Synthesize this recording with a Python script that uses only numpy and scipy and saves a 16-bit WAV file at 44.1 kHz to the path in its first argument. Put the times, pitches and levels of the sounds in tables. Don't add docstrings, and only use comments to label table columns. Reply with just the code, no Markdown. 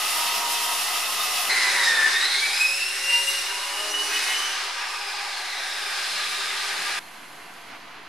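import sys
import numpy as np
from scipy import signal
from scipy.fft import rfft, irfft, next_fast_len
from scipy.io import wavfile
from scipy.ndimage import uniform_filter1d

SR = 44100
rng = np.random.default_rng(int(sys.argv[2]) if len(sys.argv) > 2 else 0)


def transcribe(u):
    v = np.clip(np.atleast_2d(u).T, -1, 1)
    q = np.round(v * 32767).astype(np.int16)
    wavfile.write(sys.argv[1], SR, q)


N = 356328
TIME = np.arange(N) / SR
CLOSE, ACROSS, LAST = range(3)
MOVES_S = (1.492, 6.99)


def from_db(db):
    return np.exp(np.asarray(db) * np.log(10) / 20)


def rms_one(x):
    return x / np.sqrt(np.mean(x ** 2) + 1e-20)


def in_time(rows):
    times_s, *columns = np.transpose(rows)
    return [np.interp(TIME, times_s, column) for column in columns]


def at_hz(points, hz):
    points_hz, values = np.transpose(points)
    return np.interp(np.log(hz), np.log(points_hz), values)


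def swell(centre_s, length_s, db):
    return from_db(db) * np.exp(-(2 * (TIME - centre_s) / length_s) ** 4)


def drift(rate_hz):
    hop, settle = 40, 2000
    r = np.exp(-2 * np.pi * rate_hz * hop / SR)
    slow = signal.lfilter([1], [1, -2 * r, r * r], rng.standard_normal(N // hop + settle + 2))[settle:]
    return np.interp(np.arange(N) / hop, np.arange(len(slow)), rms_one(slow))


def wavering(cycles, wobble_rad):
    return np.sqrt(2) * np.sin(2 * np.pi * cycles + wobble_rad * drift(10.6))


def blurred(cycles, width_hz):
    r = np.exp(-np.pi * width_hz / SR)
    a, b = signal.lfilter([1], [1, -2 * r, r * r], rng.standard_normal((2, N)))
    return rms_one(a * np.sin(2 * np.pi * cycles) + b * np.cos(2 * np.pi * cycles))


def butter(x, hz, kind):
    return signal.sosfilt(signal.butter(4, hz, kind, fs=SR, output="sos"), x)


def resonance(x, hz, width_hz):
    r = np.exp(-np.pi * width_hz / SR)
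    gain = (1 - r * r) / 2
    return signal.lfilter([gain, 0, -gain], [1, -2 * r * np.cos(2 * np.pi * hz / SR), r * r], x)


def ringing(x, modes):
    return sum(from_db(db) * resonance(x, hz, width_hz) for hz, width_hz, db in modes)


# f/Hz, correlation
EAR_LIKENESS = [(30, .1), (130, 0.99), (640, 0.71), (1400, 0.81), (3100, 0.82), (6800, 0.52), (15000, 0.44)]


def roar(spectrum, modes, patchy_db, place, echo_t60_s=.3, echo_db=-10):
    edges = [0, *(np.array(MOVES_S) * SR).astype(int), N]
    start, end = edges[place], min(edges[place + 1] + SR // 20, N)
    size = next_fast_len(end - start)
    hz = np.maximum(np.arange(size // 2 + 1) * SR / size, 10)
    lift_db = sum(db / (1 + (2 * (hz - mode_hz) / width_hz) ** 2) for mode_hz, width_hz, db in modes)
    inside = (hz > spectrum[0][0]) & (hz < spectrum[-1][0])
    shape = inside * from_db(at_hz(spectrum, hz) + lift_db)
    age_s = np.arange(SR // 4) / SR
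    echoes = rms_one(rng.standard_normal((2, len(age_s))) * from_db(-60 * age_s / echo_t60_s))
    comb = 1 + from_db(echo_db) * rfft(echoes, size) / np.sqrt(len(age_s))
    mid, side = rfft(rng.standard_normal((2, size))) * comb
    alike = at_hz(EAR_LIKENESS, hz)
    ears = shape * (np.sqrt(1 + alike) * mid + np.sqrt(1 - alike) * side * [[1], [-1]])
    band = np.log2(hz / spectrum[0][0]) / 1.5
    out = 0
    for k in range(int(band[inside].max()) + 2):
        share = np.clip(1 - abs(band - k), 0, 1)
        gain = from_db(patchy_db * drift(8.2)[start:end])
        out = out + gain * irfft(ears * share, size)[:, :end - start]
    return np.pad(rms_one(out), ((0, 0), (start, N - end)))


def garage(x, t60_s=1, wet_db=-7):
    age_s = np.arange(int(1.2 * SR)) / SR
    tail = rng.standard_normal((2, len(age_s))) * from_db(-60 * age_s / t60_s) * (age_s > .006)
    tail /= np.sqrt(np.sum(tail ** 2, axis=1, keepdims=True))
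    wet = signal.fftconvolve(x[None], tail, axes=1)[:, :N]
    return (x + from_db(wet_db) * wet) / np.sqrt(1 + from_db(2 * wet_db))


# t/s, motor and fan/dB, chip spray/dB
NEAR_LEVELS = [(0, -26.5, -30), (0.2, -26.5, -28), (0.75, -27.5, -29), (1.27, -28, -29),
               (1.47, -26.5, -29.5)]
# f/Hz, level/dB
NEAR_FAN = [(59, -82), (100, -47), (204, -22), (635, -8), (719, -3.5), (800, -1), (923, -4), (1010, -2),
            (1250, -2), (1440, -7), (2240, -8.5), (2780, -4), (7000, -8.5), (9100, -21), (15400, -120)]
# f/Hz, level/dB
NEAR_CHIPS = [(3240, -8), (5500, -2.5), (6080, -10), (7860, -9), (9570, -4.5), (11000, -5), (12900, -9.5),
              (15600, -12)]
# f/Hz, width/Hz, lift/dB
NEAR_PEAKS = [(210, 10, 7), (317, 10, 7.5), (414, 10, 8), (527, 8.9, 7), (605, 14, 2.5), (700, 25, 4.5),
              (737, 12.5, 7.5), (857, 16, 5), (1056, 12, 8), (1220, 63, 6), (1275, 50, 4), (1310, 43, 4),
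              (1980, 520, 7.5), (2590, 25, 10), (2830, 390, 6.5), (3660, 24, 12), (5070, 110, 2.5),
              (5500, 120, 2.5), (9860, 460, 1)]
# f/Hz, relative level/dB
WHINES = [(947.5, 4.5), (3160, -0.5), (2850, -23)]
# centre/s, length/s, level/dB
WHINE_LEVELS = [(0.24, 0.19, -38.5), (0.577, 0.43, -39.5), (0.962, 0.074, -44)]


def saw_near():
    fan_db, chips_db = in_time(NEAR_LEVELS)
    whines = sum(from_db(db + 1.9 * drift(4)) * wavering(hz * TIME, wobble_rad=.9) for hz, db in WHINES)
    whines *= sum(swell(*row) for row in WHINE_LEVELS)
    fan = from_db(fan_db) * roar(NEAR_FAN, NEAR_PEAKS, patchy_db=.7, place=CLOSE)
    chips = from_db(chips_db) * roar(NEAR_CHIPS, NEAR_PEAKS, patchy_db=1.5, place=CLOSE)
    return fan + chips + garage(whines)


def rumble(level_db=-65.5, top_hz=35):
    return from_db(level_db) * rms_one(butter(rng.standard_normal((2, N)), top_hz, "low"))


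# t/s, tooth rate/Hz
BLADE_SPEED = [(1.49, 2075), (1.6, 2025), (1.78, 1950), (1.9, 1840), (1.97, 1783), (2.05, 1760),
               (2.13, 1797), (2.22, 1905), (2.36, 2150), (2.52, 2415), (2.62, 2530), (2.67, 2560),
               (2.8, 2665), (2.97, 2748), (3.14, 2798), (3.4, 2830), (3.8, 2910), (4.0, 2938), (4.17, 2960),
               (4.45, 3025), (4.62, 3045)]
RELEASE_S = BLADE_SPEED[-1][0]


def blade_rate(drag_s=4.15, friction_hz=2200):
    coasting = np.exp(-np.maximum(TIME - RELEASE_S, 0) / drag_s)
    rate_hz = (in_time(BLADE_SPEED)[0] + friction_hz) * coasting - friction_hz
    return uniform_filter1d(rate_hz, size=SR // 20)


# t/s, tooth tone/dB, overtones/dB
TOOTH_LEVELS = [(1.49, -38, -29), (1.56, -43, -48), (1.65, -37.5, -38), (1.72, -50, -40), (1.9, -33.5, -27),
                (1.99, -34, -35), (2.06, -32, -32), (2.1, -50, -40), (2.13, -35, -35), (2.22, -40, -31),
                (2.29, -58, -34), (2.36, -44, -34), (2.4, -48, -32), (2.44, -40, -36), (2.48, -54, -33),
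                (2.53, -40, -42), (2.59, -41, -31), (2.62, -35, -27), (2.645, -34.5, -37), (2.67, -50, -33),
                (2.74, -38, -35), (2.8, -37.5, -39), (2.88, -43, -37), (3.0, -46, -43), (3.14, -34, -36),
                (3.2, -43, -34), (3.23, -60, -39), (3.255, -55, -43), (3.275, -35, -37), (3.3, -42, -33),
                (3.325, -55, -37), (3.35, -40, -40), (3.39, -48, -37), (3.46, -70, -46), (3.7, -58, -59),
                (3.78, -41, -52), (3.9, -65, -42), (3.94, -38.5, -41), (4.01, -44, -49), (4.08, -72, -39),
                (4.16, -40.5, -30), (4.22, -59, -51), (4.33, -36.5, -40), (4.39, -39, -40),
                (4.45, -36, -38), (4.5, -46, -38), (4.62, -54, -41)]
PARTIALS_DB = [1, -2, -6, -16]
# t/s, wall grinding/dB, chip noise/dB, screech/dB
BITE_LEVELS = [(1.5, -42, -36.5, -42), (1.7, -32, -35.5, -41), (2.07, -44, -41.5, -39.5),
               (2.25, -35, -41, -37), (2.36, -26, -45, -46), (2.6, -34.5, -42, -36), (2.8, -40, -45, -44),
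               (3.3, -39, -51, -44), (3.5, -40.5, -46, -47), (4.05, -47, -47.5, -65),
               (4.3, -39, -46.5, -51), (4.6, -37, -35, -22)]
TUBE_HZ = [1768, 1840, 1930, 2010, 2155, 2290, 2408, 2537, 2662, 2798, 2938, 3030]
TUBE_DB = [14, 12, 11, 13, 13, 13, 11, 18, 9, 16, 14, 5]
TUBE_WIDTH_HZ = 26
TUBE_MODES = [(hz, TUBE_WIDTH_HZ, db) for hz, db in zip(TUBE_HZ, TUBE_DB)]
# f/Hz, width/Hz, gain/dB
WALL_MODES = [(3560, 30, 9), (3690, 30, 12), (3850, 35, 10), (4050, 30, 12), (4210, 35, 11), (4400, 40, 8),
              (5050, 40, 8), (5250, 45, 10)]


def tooth_song(teeth, rate_hz, clean_hz=3030, thin_s=3.45):
    tone_db, overtones_db = in_time(TOOTH_LEVELS)
    _, chips_db, screech_db = in_time(BITE_LEVELS)
    slowing = np.maximum(clean_hz - rate_hz, 0) / 500
    load = np.minimum(slowing, 1)
    flare_db = 1.2 * drift(20) + 3 * load * drift(35)
    smear_rad = 1.25 * load
    first = from_db(tone_db + flare_db) * wavering(teeth, wobble_rad=.1 + smear_rad)
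    first += from_db(chips_db) * blurred(teeth, width_hz=297)
    chatter = from_db(tone_db - 8) * blurred(teeth, width_hz=450)
    chip_shake = from_db(chips_db + 3) * rng.standard_normal(N)
    tube = ringing(first + chatter + chip_shake, TUBE_MODES)
    upper_loss_db = 4 * slowing + 11 * np.clip((TIME - thin_s) / .1, 0, 1)
    overtones = 0
    for k, db in enumerate(PARTIALS_DB, start=2):
        loss_db = upper_loss_db if k > 2 else 7 * load
        gain = from_db(overtones_db + db - loss_db + 1.8 * drift(9.3))
        cycles = k * (teeth + smear_rad * drift(30) / (4 * np.pi))
        overtones += gain * blurred(cycles, width_hz=26 * k)
    screech = from_db(screech_db + flare_db) * blurred(2 * teeth, width_hz=420)
    return first + tube + overtones + screech + ringing(screech, WALL_MODES)


# t/s, low roar/dB, motor and fan/dB, chips and blade air/dB
FAR_LEVELS = [(1.5, -32.5, -25, -32.5), (1.8, -33, -25, -32), (2.24, -34.5, -26, -36.5),
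              (2.55, -40, -28.5, -35), (2.62, -40.5, -31, -31.5), (2.85, -42, -33, -36.5),
              (3.29, -41.5, -30.5, -31.5), (3.49, -39, -31.5, -37.5), (3.8, -40, -32, -36),
              (4.08, -37, -30, -34), (4.3, -35.5, -29.5, -32), (4.45, -37, -29.5, -38),
              (4.75, -41, -31, -45), (5.5, -41.5, -33, -43.5), (6.07, -40.5, -29.5, -38.5),
              (6.95, -40.5, -28, -40)]
# f/Hz, level/dB
DRIVEN_FAN = [(530, -37), (900, -21), (998, -29), (1390, 0), (2020, 1.5), (2290, 1.5), (2870, -4.5),
              (3070, -5), (5100, 1), (7000, -11), (9100, -11), (15400, -120)]
# f/Hz, level/dB
COASTING_FAN = [(530, -13), (900, -12), (1130, -13), (1190, 0.5), (1350, -3.5), (1610, 4.5), (3230, 0),
                (4180, -2), (4480, 1.5), (5350, -2.5), (5600, -5), (7000, -10.5), (9100, -14),
                (15400, -120)]
# f/Hz, level/dB
LOW_ROAR = [(160, -32), (280, -18.5), (404, -9.5), (456, -15), (546, -7), (594, -10), (967, -3.5),
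            (1300, -2), (1690, -10), (2860, -120)]
# f/Hz, level/dB
GRINDING = [(3200, 3), (3500, 1), (3800, 7.5), (4250, 6), (4600, -42), (4900, -14)]
# f/Hz, level/dB
FLOOR_HUM = [(65, -65), (110, -69), (180, -6.5), (253, -17), (320, -5), (420, 0), (700, -120)]
# t/s, level/dB
HUM_LEVELS = [(1.5, -49.5), (2.5, -56.5), (3.1, -64), (3.9, -67), (5.1, -79), (5.8, -58), (6.9, -54)]
# f/Hz, level/dB
FAR_CHIPS = [(3530, -13.5), (6000, -7), (6550, -7.5), (8600, -7), (10500, -6), (14500, -22.5), (15600, -14)]
# f/Hz, width/Hz, lift/dB
FAR_PEAKS = [(396, 30, 4), (800, 90, 5), (1200, 50, 3), (1600, 105, 4), (3960, 50, -5), (4640, 70, -6),
             (5550, 80, -6), (9360, 880, 2), (12900, 110, 1)]
# f/Hz, width/Hz, lift/dB
BLADE_PEAKS = [(1260, 50, 3), (1550, 110, 2), (1780, 60, -4), (2330, 120, 3), (2800, 70, 3), (3420, 60, 3),
               (3630, 60, 3), (3810, 70, 4), (4070, 50, 5), (4170, 70, 5), (4950, 200, 2), (5300, 100, 4)]


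def far_roar(powered):
    low_db, fan_db, chips_db = in_time(FAR_LEVELS)
    grind_db = in_time(BITE_LEVELS)[0]
    tube_peaks = [(hz, width_hz, .27 * db) for hz, width_hz, db in TUBE_MODES + WALL_MODES]
    driven = roar(DRIVEN_FAN, FAR_PEAKS + tube_peaks, patchy_db=1.64, place=ACROSS)
    coasting = roar(COASTING_FAN, FAR_PEAKS + BLADE_PEAKS, patchy_db=1, place=ACROSS)
    fan = from_db(fan_db) * (np.sqrt(powered) * driven + np.sqrt(1 - powered) * coasting)
    low = from_db(low_db) * roar(LOW_ROAR, FAR_PEAKS, patchy_db=1.2, place=ACROSS)
    grind = powered * from_db(grind_db) * roar(GRINDING, [], patchy_db=.5, place=ACROSS)
    hum = from_db(in_time(HUM_LEVELS)[0]) * roar(FLOOR_HUM, [], patchy_db=4, place=ACROSS)
    chips = from_db(chips_db) * roar(FAR_CHIPS, FAR_PEAKS, patchy_db=.74, place=ACROSS)
    return fan + low + grind + hum + chips


# centre/s, length/s, level/dB, share of tooth rate
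MOTOR_LINES = [(1.77, 0.36, -38, .5), (1.85, 0.3, -46, .286), (2.55, 0.18, -45, .339),
               (2.72, 0.2, -50, .213), (3.165, 0.11, -36.5, .339), (3.1, 0.6, -54, .142),
               (3.2, 0.5, -47.5, .197), (3.65, 0.4, -43, .339), (3.75, 0.4, -50, .197),
               (3.85, 0.6, -48, .355), (3.85, 0.16, -43.5, .213), (4.0, 0.5, -46.5, .142),
               (4.0, 0.6, -54, .107), (3.9, 0.8, -45, .423), (3.9, 0.8, -49, .286),
               (4.426, 0.12, -39, .392)]


def motor_lines(teeth):
    wander_rad = .45 * drift(8.8)
    return np.sqrt(2) * sum(swell(s, length_s, db) * np.sin(2 * np.pi * share * teeth + wander_rad)
                            for s, length_s, db, share in MOTOR_LINES)


# centre/s, length/s, level/dB
RATTLE_BURSTS = [(3.25, 0.62, -37.5), (4.17, 0.12, -29), (4.305, 0.088, -30), (4.43, 0.1, -50)]
# f/Hz, width/Hz, relative level/dB
KNOCK_MODES = [(1720, 50, -25), (1985, 34, 8), (2136, 14, 0), (2510, 130, 9), (3420, 130, -1),
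               (3800, 85, -6), (5100, 220, -6)]


def rattle(teeth, teeth_per_knock=14):
    knocks = np.diff(np.floor(teeth / teeth_per_knock), prepend=0) * from_db(2.1 * drift(60))
    tube = sum(from_db(db) * rms_one(resonance(knocks, hz, width_hz))
               for hz, width_hz, db in KNOCK_MODES)
    return sum(swell(*row) for row in RATTLE_BURSTS) * rms_one(tube)


# share of tooth rate, width/Hz, relative level/dB, fade/(dB/s)
WHIRR_PARTIALS = [(.17, 90, -17, 12), (.35, 190, -6, 8), (.44, 230, -6, 8), (1, 450, -3, 3),
                  (2, 650, -3, 2), (3, 900, -2, 1)]
# f/Hz, width/Hz, gain/dB
GUARD_MODES = [(400, 30, 12), (745, 35, 8), (815, 35, 14), (955, 35, 11), (1200, 35, 14), (1560, 60, 6),
               (1750, 250, 5), (1950, 80, 4), (2450, 120, 2), (3640, 70, 12), (3810, 70, 14),
               (4070, 60, 11), (4190, 70, 9), (4900, 250, 8), (5300, 120, 8)]


def whirr(teeth, gain_db=-42.5, top_hz=5200):
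    air = sum(from_db(db - fade_db_per_s * (TIME - RELEASE_S)) * blurred(share * teeth, width_hz)
              for share, width_hz, db, fade_db_per_s in WHIRR_PARTIALS)
    air = butter(air, top_hz, "low")
    return from_db(gain_db) * (air + ringing(air, GUARD_MODES))


def saw_far(fade_s=.27):
    rate_hz = blade_rate()
    teeth = np.cumsum(rate_hz) / SR
    powered = np.clip((RELEASE_S - TIME) / fade_s, 0, 1)
    song = powered * tooth_song(teeth, rate_hz)
    tones = song + motor_lines(teeth) + rattle(teeth) + (1 - powered) * whirr(teeth)
    return garage(butter(tones, 250, "high")) + far_roar(powered)


# f/Hz, level/dB
OUTSIDE_RUSH = [(29, -56), (50, -31), (114, -11), (272, -5.5), (356, -5.5), (466, -10.5), (623, -8),
                (691, -1.5), (798, -1.5), (2070, -2.5), (4170, -12.5), (7000, -23), (9100, -64),
                (15400, -120)]
# f/Hz, level/dB
QUIET_HISS = [(3240, -20), (5500, -1), (8920, -0.5), (10800, 1.5), (11400, -1), (13000, -7), (13300, -10),
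              (15000, -15), (15600, -14)]
# t/s, level/dB
HISS_FADE = [(7.0, -52.5), (7.5, -54), (7.8, -58), (8.08, -62.5)]
# f/Hz, width/Hz, lift/dB
QUIET_PEAKS = [(4200, 200, 3), (4870, 220, 4), (5550, 90, -5), (11600, 420, 4)]


def quiet_garage():
    rush_gain = from_db(-43) + swell(centre_s=7.73, length_s=.08, db=-50)
    rush = rush_gain * roar(OUTSIDE_RUSH, QUIET_PEAKS, patchy_db=.8, place=LAST)
    hiss = from_db(in_time(HISS_FADE)[0]) * roar(QUIET_HISS, QUIET_PEAKS, patchy_db=.5, place=LAST)
    ring_db = -60 - 14 * (TIME - MOVES_S[1])
    return rush + hiss + from_db(ring_db) * blurred(4200 * TIME, width_hz=80)


# t/s, level/dB, f/Hz
CHIP_TICKS = [(7.5383, -42, 6600), (7.5383, -50, 9500), (8.0292, -52, 9700)]


def chip_ticks(t60_s=.012):
    ticks = 0
    for start_s, db, hz in CHIP_TICKS:
        age_s = np.maximum(TIME - start_s, 0)
        ping = from_db(db - 60 * age_s / t60_s) * np.sin(2 * np.pi * hz * age_s)
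        ticks += ping * rng.normal(.8, .6, N)
    return ticks


def scene(join_s=.0048):
    to_across, to_last = (np.clip((TIME - s) / join_s, 0, 1) for s in MOVES_S)
    saw = rumble() + (1 - to_across) * saw_near() + to_across * saw_far()
    quiet = (chip_ticks() + quiet_garage()) * from_db([[-.8], [.8]])
    return (1 - to_last) * saw + to_last * quiet


def record(dry, offset=-.0029, cutoff_hz=16100):
    return signal.sosfilt(signal.cheby2(12, 70, cutoff_hz, fs=SR, output="sos"), dry + offset)


dry = scene()
out = record(dry)
transcribe(out)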